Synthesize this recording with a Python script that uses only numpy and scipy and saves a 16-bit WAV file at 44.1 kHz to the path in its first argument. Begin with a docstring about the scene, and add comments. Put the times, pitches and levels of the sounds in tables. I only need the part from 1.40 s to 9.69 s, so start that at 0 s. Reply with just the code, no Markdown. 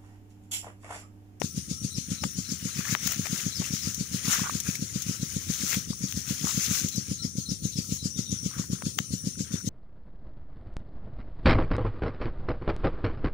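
"""Field channel and pump engine

Muddy water hisses and churns along an earthen channel, close to a hand-held camera low in the grass: shaped
noise and rising bubble tones. A single-cylinder diesel pump engine thuds about 7.4 times a second through
filtered pressure puffs and ringing pipes, and the hiss throbs in time with it. A small bird, made of gliding
narrow noise, calls in three quick series and peeps twice; stalks tap the left microphone as scrapes and knocks."""
import sys
import numpy as np
from scipy import signal
from scipy.fft import rfft, irfft, next_fast_len
from scipy.io import wavfile
from scipy.ndimage import uniform_filter1d, minimum_filter1d, map_coordinates

SR = 44100
rng = np.random.default_rng(int(sys.argv[2]) if len(sys.argv) > 2 else 0)


def put_to_file(sound):
    """Save the sound as 16-bit audio at rate SR, in the file named by the first command-line argument."""
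    columns = np.atleast_2d(sound).T  # one column per channel
    safe = np.clip(columns, -1, 1)
    whole_steps = np.round(safe * 32767)
    wavfile.write(sys.argv[1], SR, whole_steps.astype(np.int16))


N = 365588
TIME = np.arange(N) / SR

# spectral colour of the hiss that throbs with the engine: f/Hz, relative level/dB
HISS_COLOUR = [(500, -28), (900, -30.5), (1300, -20.5), (1650, -22), (2800, -16.5), (4000, -9),
               (5200, -5.5), (6500, 1), (7300, -4.5), (8200, -15), (9800, -15), (13800, -24), (14800, -18),
               (15600, -36.5)]
# spectral colour of the hiss that stays between beats: f/Hz, relative level/dB
TRICKLE_COLOUR = [(500, -28), (900, -51), (1300, -56), (1700, -26), (2800, -27), (4000, -16), (5200, -16),
                  (6300, 0.5), (7300, -6.5), (8200, -9), (9800, -7.5), (13800, -25), (14800, -5.5),
                  (15600, -8.5)]
# narrow bands that sing in the hiss: f/Hz, width/Hz, level/dB, wander/Hz, flicker/dB
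SIZZLE_BANDS = [(1305, 66, -72.5, 50, 6), (5805, 300, -46.5, 49, 3), (8980, 510, -54, 70, 2.5),
                (9330, 420, -55, 78, 2)]
# spectral colours of churning and spraying water: f/Hz, relative level/dB
CHURN_COLOUR = [(150, -12), (400, -2.5), (800, -13.5), (1050, -10.5), (1300, 1.5), (2200, 4.5), (2900, 4.5),
                (3500, 4.5), (4500, -1.5), (7000, 2.5), (12000, -43)]
SPRAY_COLOUR = [(1500, -28), (3500, -12.5), (4800, -9.5), (5900, -1), (6700, 1), (8200, -11.5),
                (10500, -10), (13000, -15), (13900, -22), (14800, -3), (15600, -12)]
# steady churning, strongest where the camera passes the broken water: t/s, level before the churn boost/dB
ROUGH_WATER = [(0, -62.5), (.6, -65.5), (1.1, -55), (1.8, -50), (2.6, -53.5), (3.9, -53.5), (4.55, -62.5),
               (5.2, -48), (5.9, -68.5), (8.29, -71)]
# waves breaking over a clod: crest t/s, build-up/s, churn and spray levels before their boosts/dB
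SURGES = [(.73, 0.07, -52, -62), (1.5, 0.19, -43, -49), (1.71, 0.19, -40.5, -45.5),
          (1.99, 0.27, -43, -46.5), (2.24, 0.038, -41, -46), (2.47, 0.17, -48.5, -47.5),
          (2.93, 0.097, -33.5, -37), (3.04, 0.068, -38.5, -46.5), (3.29, 0.24, -46, -46.5),
          (3.69, 0.15, -49, -51), (4.308, 0.2, -39, -39), (4.68, 0.035, -62, -52), (4.89, 0.12, -47, -49.5),
          (5.12, 0.14, -48, -42.5), (5.35, 0.28, -40, -39.5), (5.471, 0.062, -64, -48.5),
          (5.65, 0.14, -54, -56.5), (6.5, 0.16, -81, -50.5), (7.18, 0.18, -51.5, -59),
          (8.13, 0.077, -52.5, -75)]
# single drops flicking onto leaves: t/s, peak level before the drop boost/dB
DROPS = [(0.5292, -35), (1.6698, -19), (2.545, -23.5), (2.767, -22.5), (2.949, -24), (3.2012, -20.5),
         (3.3536, -23), (3.6206, -21.5), (4.7908, -36), (5.4858, -20), (5.5592, -23), (6.2667, -33)]
# left-right balance of the water, mostly to the left: f/Hz, L-R level/dB
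WATER_LEAN = [(200, 0), (700, 3.5), (1400, 14), (2500, 13.5), (4000, 7.5), (6300, 15.5), (8000, 12),
              (10000, -2), (12500, 7.5), (15000, 8)]
# gurgles, short runs of bubbles: t/s, f/Hz, length/s, level before the gurgle trim/dB, L-R level/dB
GURGLES = [(1.45, 1490, 0.087, -36, 19), (2.934, 1390, 0.1, -32, -22), (3.059, 1260, 0.042, -34.5, -26),
           (4.332, 2220, 0.026, -29, 14), (5.077, 1210, 0.071, -41.5, 28), (7.18, 1330, .09, -44, 25),
           (7.366, 1430, .12, -49, 17), (7.818, 1600, 0.13, -54, 11), (8.139, 1560, 0.18, -46, 20)]
# larger bubbles that plop: t/s, f/Hz, level/dB, L-R level/dB
PLOPS = [(1.482, 1770, -28, 14), (2.877, 1100, -32, -12), (3.069, 1180, -24, -1), (3.096, 1150, -22, -19),
         (3.269, 1590, -31, 15), (3.354, 2230, -31, 23), (4.331, 1408, -26, 8), (4.531, 1110, -39.5, 21),
         (5.071, 1220, -30, 21)]
# engine speed, nearly steady: t/s, firings a second/Hz
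ENGINE_SPEED = [(0, 7.4111), (1.7, 7.4333), (2.4, 7.3342), (4.7, 7.4361), (6.6, 7.435), (7.4, 7.3847),
                (8.29, 7.4701)]
# firings that come out weak: t/s, lost level/dB
WEAK_FIRINGS = [(1.662, 3), (4.237, 2.5), (4.775, 2.7)]
# puffs of one cycle (intake suction, exhaust, its inverted echo): t from the firing/s, signed size
STROKES = [(-.0303, -0.19), (0, 0.73), (0.0135, -0.17)]
# spectral shape of one puff through the silencer: f/Hz, relative level/dB
PUFF_COLOUR = [(25, -54), (55, -60), (80, -11), (115, -4), (185, -0.5), (235, -2.5), (310, -10), (350, -27),
               (385, -19.5), (545, -21.5), (640, -61), (1200, -108)]
# what rings after each puff in the pipe and casing: f/Hz, level/dB, t60/s
PIPE_MODES = [(142, -17.5, 0.086), (188, -22.5, 0.1), (233.7, -50, 0.067), (377.5, -27, 0.14),
              (446, -47, 0.17), (516.5, -36, 0.24)]
# spectral colour of the drone of the engine body: f/Hz, relative level/dB
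DRONE_COLOUR = [(20, -42), (45, -20.5), (80, 2.5), (130, 0.5), (240, -6), (330, -12.5), (530, -23),
                (680, -41), (1500, -58)]
# left-right balance of the engine: f/Hz, L-R level/dB
ENGINE_LEAN = [(80, 4), (180, 4), (330, -1.8), (520, 3.5)]
# the bank shades the engine's upper notes less as the camera moves downstream: t/s, level/dB
BANK_SHADE = [(0, -3), (2.5, -1.5), (4.5, -1), (8.29, -0.5)]
# stalks tapping the left microphone: t/s, peak level/dB, scrape length/s, tilt/dB per octave
TAPS = [(0.018, -9, 0.0019, -4.5), (0.839, -10.5, 0.0041, 0), (1.551, 0, 0.00094, -3.5),
        (1.675, -5.5, 0.005, 6.5), (1.721, -7.5, 0.0093, 7.5), (1.858, -14.5, 0.0045, 2),
        (1.869, -15, .003, 2.5), (2.219, -24.5, 0.011, 0), (4.328, -17, 0.0046, 4),
        (4.345, -9, 0.0033, 5.5), (4.725, -8, 0.00094, 9.5), (4.78, -24, 0.0026, 13),
        (7.4228, -17.5, 0.0029, 0.5), (7.5884, 2, 0.0017, 2.5)]
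# spectral colour of a stalk's knock: f/Hz, relative level/dB
STALK_COLOUR = [(80, -33), (300, -1.5), (700, 1.5), (1300, 0.5), (2400, -3.5), (3400, -8), (4400, -13.5),
                (6400, -5.5), (8500, -20), (13000, -60), (15000, -13)]
# the bird's series of calls: start t/s, number of calls, level before the call contour and direct trim/dB
CALL_SERIES = [(0.447, 4, -44.5), (2.05, 2, -41.5), (5.455, 5, -42)]
# one call (thin high note, level whistle, falling note): t from its start/s, f/Hz, relative level/dB
CALL_CONTOUR = [(0, 6700, -33), (.015, 6570, 5.5), (.035, 6376, 0), (.045, 6300, -40), (.05, 4042, -17),
                (0.064, 4080, -2), (0.081, 4020, -4.5), (.095, 3950, -6.5), (.098, 5750, 7),
                (.106, 5350, 3.5), (0.119, 4860, 2), (0.134, 4446, -4), (.145, 4300, -33)]
# short closing peeps: middle t/s, f/Hz, level before the direct trim/dB
PEEPS = [(6.77, 3696, -48), (6.87, 3820, -43)]

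BED_SPRAY_DB = -0.5  # spray of the steady churning relative to its churn, before the boosts
COLLAPSE_S = 0.091  # a broken wave dies away over this time
BUBBLE_ATTACK_S = .0003
FIRST_FIRING_S = 0.0452
# firing level before stroke size and makeup gain, its slow growth, and its scatter from cycle to cycle
FIRING_DB, FIRING_GROWS_DB_PER_S, FIRING_SCATTER_DB = -18, 0.2151, 0.42
CALL_PERIOD_S, PEEP_S = 0.268, .016
CEILING_DB, RECOVERY_DB_PER_S = -4, 78  # the camera's limiter
TOP_HZ = 15650  # upper band limit


def stream():
    """The even hiss of the flow: noise swelling with each engine beat, with narrow sizzling bands."""
    swell = amp(-34 + 0.94 * wobble(2.8)) * throb(lead=0.00044, rise=0.02, fall=0.042)
    hiss = swell * unit(coloured(rush(patchy_db=3.0), HISS_COLOUR))
    hiss += amp(-47.5 + 1.0 * wobble(12)) * unit(coloured(rush(patchy_db=6.0), TRICKLE_COLOUR))
    for centre, width, db, wander, flicker_db in SIZZLE_BANDS:
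        pitch = centre + wander * wobble(3)
        level = amp(db + flicker_db * wobble(11))
        hiss += level * np.array([narrow(pitch, width), narrow(pitch, width)])
    # faint babble from farther up the channel
    babble = coloured(bubbles(count=700, centre_hz=1715, cycles=45, spread_db=8.5), CHURN_COLOUR)
    return hiss + amp(-72.5) * unit(babble)


def surges():
    """Water breaking over clods: churning noise and bubbles below, fine spray above."""
    churn_gain, spray_gain = breaking()
    lumps = wobble(28)  # shared by churn and spray
    low_bubbles = bubbles(count=9000, centre_hz=1678, cycles=15.3, spread_db=1.5)
    churn = unit(coloured(rush(patchy_db=4.0) + 0.42 * low_bubbles, CHURN_COLOUR))
    fine_bubbles = bubbles(count=9000, centre_hz=7100, cycles=5, spread_db=3.0)
    spray = unit(coloured(rush(patchy_db=2.5) + .5 * fine_bubbles, SPRAY_COLOUR))
    churn *= churn_gain * amp(1.5 + 1.75 * lumps)
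    spray *= spray_gain * amp(11.5 + 2.3 * lumps)
    return churn + spray


def breaking():
    """Gains of churn and spray: each wave builds up and collapses, on top of the steady churning."""
    bed = amp(np.interp(TIME, *np.transpose(ROUGH_WATER)))
    power = np.array([bed, bed * amp(BED_SPRAY_DB)]) ** 2
    for crest, build_s, churn_db, spray_db in SURGES:
        d = TIME - crest
        wave = np.exp(-np.where(d < 0, np.abs(d / build_s), (d / COLLAPSE_S) ** 2))
        power += np.outer(amp([churn_db, spray_db]), wave) ** 2
    return np.sqrt(power)


def drops():
    """Single drops flick onto the leaves as short decaying bursts of spray noise."""
    out, t = np.zeros((2, N)), TIME[:SR // 20]
    for s, db in DROPS:
        flick = coloured(rng.standard_normal((2, len(t))) * amp(-60 * t / 0.038), SPRAY_COLOUR)
        add(out, s, amp(db + 4.5) * flick / np.abs(flick).max())
    return out


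def gurgles():
    """Trapped air breaks into dense runs of bubbles; single large ones plop."""
    out = np.zeros((2, N))
    for s, hz, length, db, lean_db in GURGLES:
        for when, pitch, size in rng.standard_normal((40, 3)):
            bubble = amp(db - 7.0 + 2 * size) * plop(hz * np.exp(.15 * pitch), t60=0.016)
            add(out, s + when * length / np.pi, panned(bubble, lean_db))
    for s, hz, db, lean_db in PLOPS:
        add(out, s, panned(amp(db) * plop(hz, t60=0.012), lean_db))
    return out


def plop(hz, t60):
    """One bubble rings, its pitch rising as it nears the surface."""
    t = TIME[:SR // 20]
    ring = np.sin(2 * np.pi * hz * t * (1 + 2 * t))
    return ring * amp(-60 * t / t60) * (1 - np.exp(-t / BUBBLE_ATTACK_S))


def bubbles(count, centre_hz, cycles, spread_db):
    """A stereo swarm of small ringing bubbles, each rising in pitch as it fades; rms 1."""
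    when, pan, size = rng.random((count, 3)).T
    hz = np.clip(centre_hz * np.exp(0.527 * rng.standard_normal((count, 1))), 400, 14000)
    n = np.arange(256)
    age = n / SR * hz / cycles
    ring = np.sin(2 * np.pi * cycles * age * (1 + 0.037 * np.minimum(age, 2)))
    ring *= np.exp(-3 * age) * (1 - n / len(n))
    ring *= amp(-spread_db * np.log(np.maximum(size, .01)))[:, None]
    at = ((when * N).astype(int)[:, None] + n).ravel()
    sides = np.cos(pan * np.pi / 2), np.sin(pan * np.pi / 2)
    return unit(np.array([np.bincount(at, (ring * g[:, None]).ravel(), N)[:N] for g in sides]))


def rush(patchy_db):
    """Two unrelated white noises with shared drifting patches of gain in time and frequency."""
    z = signal.stft(rng.standard_normal((2, N)), nperseg=512)[2]
    field = uniform_filter1d(rng.standard_normal(z.shape[1:]), size=4, axis=0)
    field = uniform_filter1d(field, size=10, axis=1)
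    return unit(signal.istft(z * amp(patchy_db * unit(field)), nperseg=512)[1][:, :N])


def engine():
    """Intake and exhaust puffs thud through the silencer; pipe and body ring after each blow."""
    kicks = np.zeros(N)
    for s, db in firings():
        for delay, size in STROKES:
            loose = bool(round(delay, 2))  # the weaker puffs vary from cycle to cycle
            at = s + delay + loose * rng.normal(0, 0.00046)
            add(kicks, at, np.array([size * amp(db + loose * rng.normal(0, 2.86))]))
    puff_peak = coloured(signal.unit_impulse(SR, 'mid'), PUFF_COLOUR).max()
    thuds = coloured(kicks, PUFF_COLOUR) / puff_peak
    t = TIME[:SR // 6]
    pipe = sum(np.cos(2 * np.pi * hz * t) * amp(db - 60 * t / t60) for hz, db, t60 in PIPE_MODES)
    pipe *= 1 - np.exp(-(t / 0.0022) ** 2)  # soft onset
    thuds = amp(2.5) * thuds + signal.fftconvolve(kicks, pipe)[:N]
    drone = unit(coloured(rng.standard_normal(N), DRONE_COLOUR))
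    drone *= amp(-54.5) + amp(-41.0) * throb(lead=0.0038, rise=0.031, fall=0.034)

    lag = 0.00058  # seconds by which the sound reaches the right microphone first

    def ports(hz):
        delays = np.exp(np.outer([-1, 1], 1j * np.pi * hz * lag))
        return delays * amp(np.outer([.5, -.5], along(ENGINE_LEAN, hz)))

    # diffuse return from the fields
    field = amp(-53.5) * unit(coloured(rng.standard_normal((2, N)), DRONE_COLOUR))
    return filtered(thuds + drone, ports) + field


def firing_times():
    """The cylinder fires each time the engine completes a cycle."""
    cycles = np.cumsum(np.interp(TIME, *np.transpose(ENGINE_SPEED))) / SR
    cycles -= np.interp(FIRST_FIRING_S, TIME, cycles)
    return np.interp(np.arange(int(cycles[-1]) + 1), cycles, TIME)


def firings():
    """Time and level of every firing: slow growth, random scatter and a few weak ones."""
    s = firing_times()
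    db = FIRING_DB + FIRING_GROWS_DB_PER_S * s + FIRING_SCATTER_DB * rng.standard_normal(len(s))
    for when, lost_db in WEAK_FIRINGS:
        db[np.argmin(np.abs(s - when))] -= lost_db
    return zip(s, db)


def throb(lead, rise, fall):
    """A swell that peaks lead seconds before each firing and dies away after it."""
    beats = firing_times() - lead
    k = np.clip(np.searchsorted(beats, TIME), 1, len(beats) - 1)

    def swell(d):
        return np.where(d < 0, np.exp(-(d / rise) ** 2), np.exp(-np.abs(d) / fall))

    return swell(TIME - beats[k - 1]) + swell(TIME - beats[k])


def shaded(x):
    """The bank shades only the part above the deep thud."""
    upper = filtered(x, lambda hz: 1 - 1 / (1 + (hz / 270) ** 6))
    return x + upper * (amp(np.interp(TIME, *np.transpose(BANK_SHADE))) - 1)


def taps():
    """A stalk scrapes and knocks on the left microphone: noise plus a sharp blow, each with its own tilt."""
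    out, t = np.zeros(N), TIME[:SR // 20] - .01
    for s, db, length, tilt in TAPS:
        slide = .07 * (t > 0) * np.exp(-np.abs(t) / .009)
        scrape = rng.standard_normal(len(t)) * (np.exp(-np.abs(t) / length * 2) + slide)
        blow = -t / .00008 * np.exp(-(t / .00008) ** 2)
        colour = [(hz, level + tilt * np.log2(hz / 1000)) for hz, level in STALK_COLOUR]
        knock = coloured(scrape + 0.0053 / length * blow, colour)
        add(out, s - .01, amp(db) * knock / np.abs(knock).max())
    return out * amp([[0], [-27]])  # faint on the right


def bird():
    """A small bird repeats its call at an even pace some way off, smeared by the surrounding plants."""
    song = np.zeros(N)
    s, hz, db = np.transpose(CALL_CONTOUR)
    t = TIME[:SR // 7]
    for first, count, level in CALL_SERIES:
        for k in range(round(count)):
            pitch = np.interp(t, s, hz) * rng.normal(1, 0.00778)
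            call = amp(level + np.interp(t, s, db)) * narrow(pitch, width_hz=330) / np.sqrt(2)
            add(song, first + k * CALL_PERIOD_S, call)
    u = t - t.mean()
    for middle, pitch, level in PEEPS:
        peep = np.exp(-(u / PEEP_S) ** 2) * narrow(np.full(len(t), pitch), width_hz=250)
        add(song, middle - t.mean(), amp(level) * peep / np.sqrt(2))
    tail = rng.standard_normal((2, SR // 4)) * amp(-60 * TIME[:SR // 4] / 0.15)
    scatter = signal.fftconvolve(song[None], tail / np.linalg.norm(tail[0]), axes=1)[:, :N]
    return panned(amp(-5.5) * song + amp(1.5) * scatter, lean_db=12)


def narrow(centre_hz, width_hz):
    """Noise in one resonance whose centre may move; rms 1."""
    slow = filtered(rng.standard_normal((2, len(centre_hz))), lambda hz: 1 / (1 + (2 * hz / width_hz) ** 2))
    phase = 2 * np.pi * np.cumsum(centre_hz) / SR
    return unit(slow[0] * np.cos(phase) + slow[1] * np.sin(phase))


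def panned(sound, lean_db):
    """Place a sound lean_db louder on the left."""
    return sound * amp(np.array([[.5], [-.5]]) * lean_db)


def amp(db):
    """Decibels to gain."""
    return 10 ** (np.asarray(db) / 20)


def unit(x):
    """Scale to rms 1."""
    return x / np.sqrt(np.mean(x ** 2) + 1e-20)


def along(points, hz):
    """Read (f/Hz, value) points on a log frequency axis."""
    f, v = np.transpose(points)
    return np.interp(np.log(hz + 1), np.log(f + 1), v)


def wobble(rate):
    """A smooth random curve with rate knots a second."""
    return map_coordinates(rng.standard_normal(int(N * rate / SR) + 4), [TIME * rate])


def filtered(x, response):
    """Pass x through a response of frequency."""
    m = next_fast_len(x.shape[-1] + 8192)
    return irfft(rfft(x, m) * response(np.fft.rfftfreq(m, 1 / SR)), m)[..., :x.shape[-1]]


def coloured(x, spectrum):
    """Give x a (f/Hz, level/dB) colour."""
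    return filtered(x, lambda hz: amp(along(spectrum, hz)))


def add(track, s, sound):
    """Mix a short sound into a track at time s."""
    start = max(round(s * SR), 0)
    part = track[..., start:start + sound.shape[-1]]
    part += sound[..., :part.shape[-1]]


def limited(x):
    """A peak over the ceiling turns both channels down together; the gain then creeps back."""
    over_db = np.maximum(20 * np.log10(np.abs(x).max(axis=0) + 1e-9) - CEILING_DB, 0)
    recovered = RECOVERY_DB_PER_S * TIME
    gain_db = recovered - np.maximum.accumulate(over_db + recovered)
    return x * amp(uniform_filter1d(minimum_filter1d(gain_db, size=65), size=65))


def scene():
    """The water leans mostly to the left; engine, gurgles, taps and bird join it."""
    water = stream() + surges() + drops()
    # a little of the water sound is shared, reaching the left side later
    water[0] += 0.13 * filtered(water[1], lambda hz: np.exp(-2j * np.pi * hz * 0.00095))

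    def lean(hz):
        ratio = amp(np.outer([.5, -.5], along(WATER_LEAN, hz)))
        return ratio / np.sqrt(np.mean(ratio ** 2, axis=0))  # keeps the mean power gain at 1

    water = filtered(water, lean)
    return shaded(engine()) + water + gurgles() + taps() + bird()


def record(dry):
    """The camera limits peaks over its ceiling and keeps nothing above its band limit."""
    return filtered(limited(dry), lambda hz: hz < TOP_HZ)


dry = scene()
out = record(dry)
put_to_file(out)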